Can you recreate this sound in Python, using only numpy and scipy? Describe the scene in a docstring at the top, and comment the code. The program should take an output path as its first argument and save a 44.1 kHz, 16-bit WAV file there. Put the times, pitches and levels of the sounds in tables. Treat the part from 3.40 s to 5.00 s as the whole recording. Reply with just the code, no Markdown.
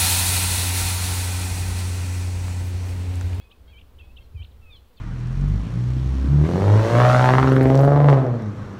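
"""Thin whistles come first, from small birds at the edge of a lake, some in two voices at once.
Between them are quick flicks of pitch and faint reedy peeps, each a stack of harmonics.
Nearby reeds scatter the calls, and the bank, farther off, returns a weak echo.
Right on the microphone, low wind rumbles and bumps softly; behind it lie distant air and hiss."""
import sys
import numpy as np
from scipy import signal
from scipy.fft import rfft, irfft
from scipy.io import wavfile
from scipy.ndimage import uniform_filter1d

SR = 44100
rng = np.random.default_rng(int(sys.argv[2]) if len(sys.argv) > 2 else 0)


def transcribe(signal):
    """Save signal, clipped to [-1, 1], as a 16-bit WAV file at the path in sys.argv[1]."""
    frames = np.atleast_2d(signal).T
    limited = np.clip(frames, -1, 1)
    pcm = np.round(limited * 32767).astype(np.int16)
    wavfile.write(sys.argv[1], SR, pcm)


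N = 70560

# Whistles at the water's edge, one curve each; the faint low curve from 1.2 s is a bird's own fundamental, an
# octave under the whistle it sounds at the same time. Each point: time in seconds, pitch in Hz (sounded 1%
# lower), level in dB before WHISTLE_BOOST_DB.
WHISTLE_CURVES = [
    [(0.0, 2587, -58), (0.03, 2570, -64), (0.065, 2550, -62), (0.095, 2556, -69)],
    [(.07, 1120, -72), (.115, 1174, -68.5), (.155, 1156, -76)],
    [(.258, 1380, -73), (.28, 1530, -72.5), (.31, 1660, -74)],
    [(0.3, 2843, -71), (0.322, 2521, -62.5), (0.347, 2314, -59.5), (0.372, 2330, -57.5), (0.386, 2497, -54),
     (0.392, 2933, -51.5), (0.399, 4133, -67)],
    [(.331, 3250, -68), (.34, 3094, -58.5), (.355, 3060, -64), (.374, 3150, -52.5), (.385, 3260, -58.5),
     (.391, 3420, -63)],
    [(0.594, 2580, -55), (0.601, 2763, -51.5), (0.61, 2703, -55), (0.621, 2533, -57.5), (0.645, 2582, -61),
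     (0.675, 2584, -67.5), (0.7, 2572, -62), (0.714, 2700, -59), (0.722, 2600, -67)],
    [(.822, 4520, -76), (.842, 4250, -68.5), (.868, 4100, -78)],
    [(0.944, 2664, -70), (0.968, 2457, -59.5), (0.99, 2318, -60.5), (1.012, 2365, -59.5),
     (1.022, 2493, -52), (1.029, 3017, -46.5), (1.035, 3820, -57), (1.042, 4489, -66)],
    [(.968, 3260, -68), (.977, 3154, -60), (.992, 3087, -57.5), (1.008, 3130, -51.5), (1.018, 3170, -55),
     (1.025, 3540, -62)],
    [(1.205, 1366, -73), (1.28, 1300, -67.5), (1.33, 1190, -74), (1.39, 1077, -75)],
    [(1.216, 2660, -65.5), (1.225, 2710, -66), (1.26, 2608, -59), (1.285, 2600, -56), (1.305, 2536, -55),
     (1.315, 2439, -58.5), (1.36, 2260, -72)],
    [(1.302, 3754, -64), (1.318, 3660, -57.5), (1.331, 3617, -50.5), (1.34, 3460, -49.5),
     (1.354, 3416, -51.5), (1.366, 3216, -54), (1.378, 3060, -60.5), (1.39, 2932, -71)],
    [(1.36, 4276, -61), (1.38, 4090, -69), (1.412, 4140, -75)],
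]
# Quick flicks of pitch. Each row: start and length in seconds, first, middle and last pitch in Hz,
# level in dB, roughness from 0 (pure) to 1 or more (all noise).
CHIRP_CALLS = [ (0.094, 0.026, 2830, 3670, 4300, -62, .1), (0.109, .016, 2590, 3114, 4500, -49, 0.3),
               (0.114, 0.03, 2300, 2565, 2490, -53.5, 0.14), (.395, 0.0089, 2220, 2580, 3280, -54.5, 0),
               (.411, 0.0094, 3920, 2910, 2010, -50, 0.14), (.584, 0.012, 2870, 3170, 4240, -50.5, 0),
               (0.604, .014, 3060, 3200, 3380, -57, .2), (0.757, 0.015, 3200, 3850, 4500, -62.5, 0.3),
               (.766, 0.014, 2760, 3137, 4170, -44, 0.04), (.774, 0.026, 2440, 2716, 2650, -49, 0.14),
               (.825, .050, 5750, 5540, 5700, -75.5, .8), (.966, 0.028, 5300, 4530, 4250, -71.5, 0.3),
               (1.0438, 0.0096, 4480, 3210, 2100, -45.5, 0.14), (1.058, 0.025, 4410, 4030, 2650, -64, .4),
               (1.105, 0.026, 4520, 3740, 2500, -61.5, .4), (1.31, .044, 4250, 4400, 4350, -67, 1.2),
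               (1.352, .024, 4950, 3970, 3200, -56, .6), (1.362, .016, 6300, 5470, 4560, -71, .6),
               (1.559, 0.036, 4890, 4270, 3840, -62, 0.77), (1.567, .026, 3770, 3520, 3300, -58, 0.5),
               (1.569, 0.057, 3190, 3105, 3180, -56, 0.42), (1.570, 0.054, 2710, 2530, 2500, -59.5, 0.1), ]
# Reedy peeps. Each row: start, length and hold in seconds, first, middle and last fundamental in Hz,
# level in dB before the harmonics are weighted, roughness from 0 to 1.
PEEP_CALLS = [ (.008, 0.078, 0.024, 537, 578, 564, -58, 0.3),
              (.276, 0.059, 0.032, 534, 549, 555, -58, 0.23),
              (0.608, 0.101, 0.051, 541, 565, 577, -65.5, 0.5),
              (0.805, 0.028, 0.019, 552, 533, 549, -58.5, 0.15), ]
# The harmonics that sound in a peep. Each row: multiple of the fundamental, relative level in dB.
PEEP_PARTIALS = [(3, -14), (4, -9), (5, -17), (6, -1), (7, -12.5), (8, -12)]
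# Strength of the wind on the microphone. Each row: time in seconds, level in dB.
WIND_LEVELS = [(0, -50.5), (.06, -50.5), (.09, -56), (.175, -57.5), (0.198, -46.5), (.48, -48.5),
               (.51, -53), (.56, -45.5), (.8, -44.5), (.92, -48), (1.1, -47.5), (1.22, -45), (1.44, -51),
               (1.5, -55), (1.6, -55.5)]
# Colour of the wind's rumble. Each row: frequency in Hz, relative level in dB.
WIND_SPECTRUM = [(10, -1.5), (25, -6.5), (40, -12), (58, 1.5), (82, -2), (100, -11.5), (120, -13.5),
                 (150, -40.5), (300, -62)]
# Buffets on the microphone. Each row: start and length in seconds, first and last pitch in Hz, level in dB.
WIND_BUMPS = [(0.941, .043, 116.7, 46.3, -27.5), (0.989, 0.049, 92, 67.4, -29),
              (1.034, 0.035, 83.4, 72, -37.5)]
# Colour of the distant air. Each row: frequency in Hz, relative level in dB.
AIR_SPECTRUM = [(94, -37.5), (160, -2), (263, -2.5), (310, -7), (419, -5.5), (465, -3.5), (628, -11),
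                (1020, -13), (1630, -20.5), (1900, -28), (2470, -49), (4180, -120)]
# Slow swell of the distant air. Each row: time in seconds, gain in dB.
AIR_GAINS = [(0, 0), (.4, 1.3), (.65, 1.45), (1.0, 1), (1.3, 0), (1.6, -1.5)]
# Colour of the microphone's own hiss. Each row: frequency in Hz, relative level in dB.
HISS_SPECTRUM = [(1200, 7), (2100, 9), (3200, 9), (4500, 5.5), (6000, 0), (9500, -1), (12500, 0.5),
                 (15500, 3)]

WHISTLE_BOOST_DB, OCTAVE_BELOW_DB, WHISTLE_EDGE_S = 2, -31, 0.001
CHIRP_SWELL_POWER, CHIRP_ROUGH_HZ = 1.22, 337
PEEP_EDGE_S, PEEP_FADE_DB_PER_S, PEEP_ROUGH_HZ = 0.004, 391, 350
WAVER_DEPTH, WAVER_HZ, FLUTTER_DB = 0.0033, 116, 1.3
RASP_DB, RASP_OFFSET_HZ, RASP_WIDTH_HZ = -17, 763, 350
AIR_DB, HISS_DB, BAND_LIMIT_HZ = -62.5, -67, 15750


def whistle(curve):
    """A bird's nearly pure note, following its curve, with a faint tone an octave below."""
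    times, hz, db = np.transpose(curve)
    t = np.arange(times[0], times[-1], 1 / SR)
    edges = np.clip(np.minimum(t - times[0], times[-1] - t) / WHISTLE_EDGE_S, 0, 1)
    pitch = uniform_filter1d(np.interp(t, times, hz), size=200)  # rounds the corners
    level = amp(np.interp(t, times, db) + WHISTLE_BOOST_DB)
    return times[0], edges * level * voice(pitch, [(0.99, 0), (0.5, OCTAVE_BELOW_DB)])


def chirp(start, length, first_hz, middle_hz, last_hz, db, rough):
    """A quick glide that swells and fades; roughness trades its tone for a narrow band of noise."""
    u = np.arange(0, length, 1 / SR) / length
    phase = 2 * np.pi * np.cumsum(glide(u, first_hz, middle_hz, last_hz)) / SR
    smear = wander(len(u), CHIRP_ROUGH_HZ) * np.sin(phase)
    smear += wander(len(u), CHIRP_ROUGH_HZ) * np.cos(phase)
    share = np.clip(rough, 0, 1)
    tone = np.sqrt(1 - share ** 2) * np.sin(phase) + share * smear / np.sqrt(2)
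    swell = abs(np.sin(np.pi * u)) ** CHIRP_SWELL_POWER
    return start, amp(db) * swell * tone


def peep(start, length, hold, first_hz, middle_hz, last_hz, db, rough):
    """A reedy stack of harmonics that rises, holds briefly and fades."""
    t = np.arange(0, length, 1 / SR)
    edges = np.clip(np.minimum(t, length - t) / PEEP_EDGE_S, 0, 1)
    level = amp(db - PEEP_FADE_DB_PER_S * np.maximum(t - hold, 0))
    flicker = 1 + rough * wander(len(t), PEEP_ROUGH_HZ)
    pitch = glide(t / length, first_hz, middle_hz, last_hz)
    return start, edges * level * flicker * voice(pitch, PEEP_PARTIALS)


def voice(hz, partials):
    """A bird's slightly unsteady tone, with a faint rasp on either side of each partial."""
    size = len(hz)
    waver = 1 + WAVER_DEPTH * wander(size, WAVER_HZ)
    phase = 2 * np.pi * np.cumsum(hz * waver) / SR
    tone = sum(amp(db) * np.sin(multiple * phase) for multiple, db in partials)
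    buzz = np.sin(2 * np.pi * RASP_OFFSET_HZ * np.arange(size) / SR)
    rasp = amp(RASP_DB) * wander(size, RASP_WIDTH_HZ) * buzz
    flutter = amp(FLUTTER_DB * wander(size, WAVER_HZ))
    return (1 + rasp) * flutter * tone


def birds():
    """The calls as they reach the microphone: direct, off the nearby reeds, then off the bank."""
    calls = np.zeros(N)
    for curve in WHISTLE_CURVES:
        add(calls, *whistle(curve))
    for row in CHIRP_CALLS:
        add(calls, *chirp(*row))
    for row in PEEP_CALLS:
        add(calls, *peep(*row))
    reeds = reflections(calls, db=-12.5, t60_s=0.094, delay_s=0.0012)
    bank = reflections(calls, db=-15.5, t60_s=0.32, delay_s=0.03)
    return calls + reeds + bank


def reflections(sound, db, t60_s, delay_s):
    """Sparse echoes from the shore that begin after a delay and die away."""
    t = np.arange(SR) / SR
    signs = rng.choice([-1., 1.], SR)
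    arrivals = (rng.random(SR) < 3000 / SR) & (t > delay_s)  # about 3000 a second
    tail = signs * arrivals * np.exp(-np.log(1000) * t / t60_s)
    return amp(db) * signal.fftconvolve(sound, tail / np.linalg.norm(tail))[:N]


def wind():
    """Low rumble right on the microphone, evened out so that its strength follows the breeze."""
    rumble = noise(WIND_SPECTRUM)
    local_rms = np.sqrt(uniform_filter1d(rumble ** 2, size=3000) + 1e-9)
    breeze_db = np.interp(np.arange(N) / SR, *np.transpose(WIND_LEVELS))
    return rumble / local_rms * amp(breeze_db)


def bumps():
    """Dull buffets on the microphone, each sinking in pitch."""
    buffets = np.zeros(N)
    for start, length, first_hz, last_hz, db in WIND_BUMPS:
        u = np.arange(0, length, 1 / SR) / length
        phase = 2 * np.pi * np.cumsum(first_hz + (last_hz - first_hz) * u) / SR
        add(buffets, start, -amp(db) * np.sin(np.pi * u) * np.sin(phase))
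    return buffets


def distant_air():
    """A far-off outdoor wash that slowly swells and eases."""
    swell_db = np.interp(np.arange(N) / SR, *np.transpose(AIR_GAINS))
    return amp(AIR_DB + swell_db) * noise(AIR_SPECTRUM)


def microphone_hiss():
    """The microphone's own steady noise floor."""
    return amp(HISS_DB) * noise(HISS_SPECTRUM)


def glide(u, first, middle, last):
    """A bent pitch path through three points as u runs from 0 to 1."""
    return first * (1 - u) * (1 - 2 * u) + middle * 4 * u * (1 - u) + last * u * (2 * u - 1)


def wander(size, hz):
    """A smooth random drift of rms about one, rolling off above the given rate."""
    lowpass = np.exp(-(np.fft.rfftfreq(N, 1 / SR) / hz) ** 2)
    return unit(irfft(rfft(rng.standard_normal(N)) * lowpass, N))[:size]


def noise(spectrum):
    """Steady noise of rms one, coloured by points of frequency in Hz and level in dB."""
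    hz, db = np.transpose(spectrum)
    shape = amp(np.interp(np.log(np.fft.rfftfreq(N, 1 / SR) + 1), np.log(hz), db))
    return unit(irfft(shape * np.exp(2j * np.pi * rng.random(len(shape))), N))


def amp(db):
    """Decibels to gain."""
    return 10 ** (np.asarray(db) / 20)


def unit(x):
    """Scales to an rms of one."""
    return x / np.sqrt(np.mean(x ** 2) + 1e-20)


def add(mix, start_s, sound):
    """Mixes a sound in at its start time."""
    part = mix[max(round(start_s * SR), 0):][:len(sound)]
    part += sound[:len(part)]


def scene():
    """One microphone at the lakeside: birds over wind, distant air and hiss."""
    return (birds() + wind() + bumps() + distant_air() + microphone_hiss())[None]


def record(dry):
    """The recorder's band limit cuts the highest treble."""
    lowpass = signal.firwin(511, BAND_LIMIT_HZ, window=("kaiser", 9), fs=SR)
    return signal.oaconvolve(dry, lowpass[None], "same")


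dry = scene()
out = record(dry)
transcribe(out)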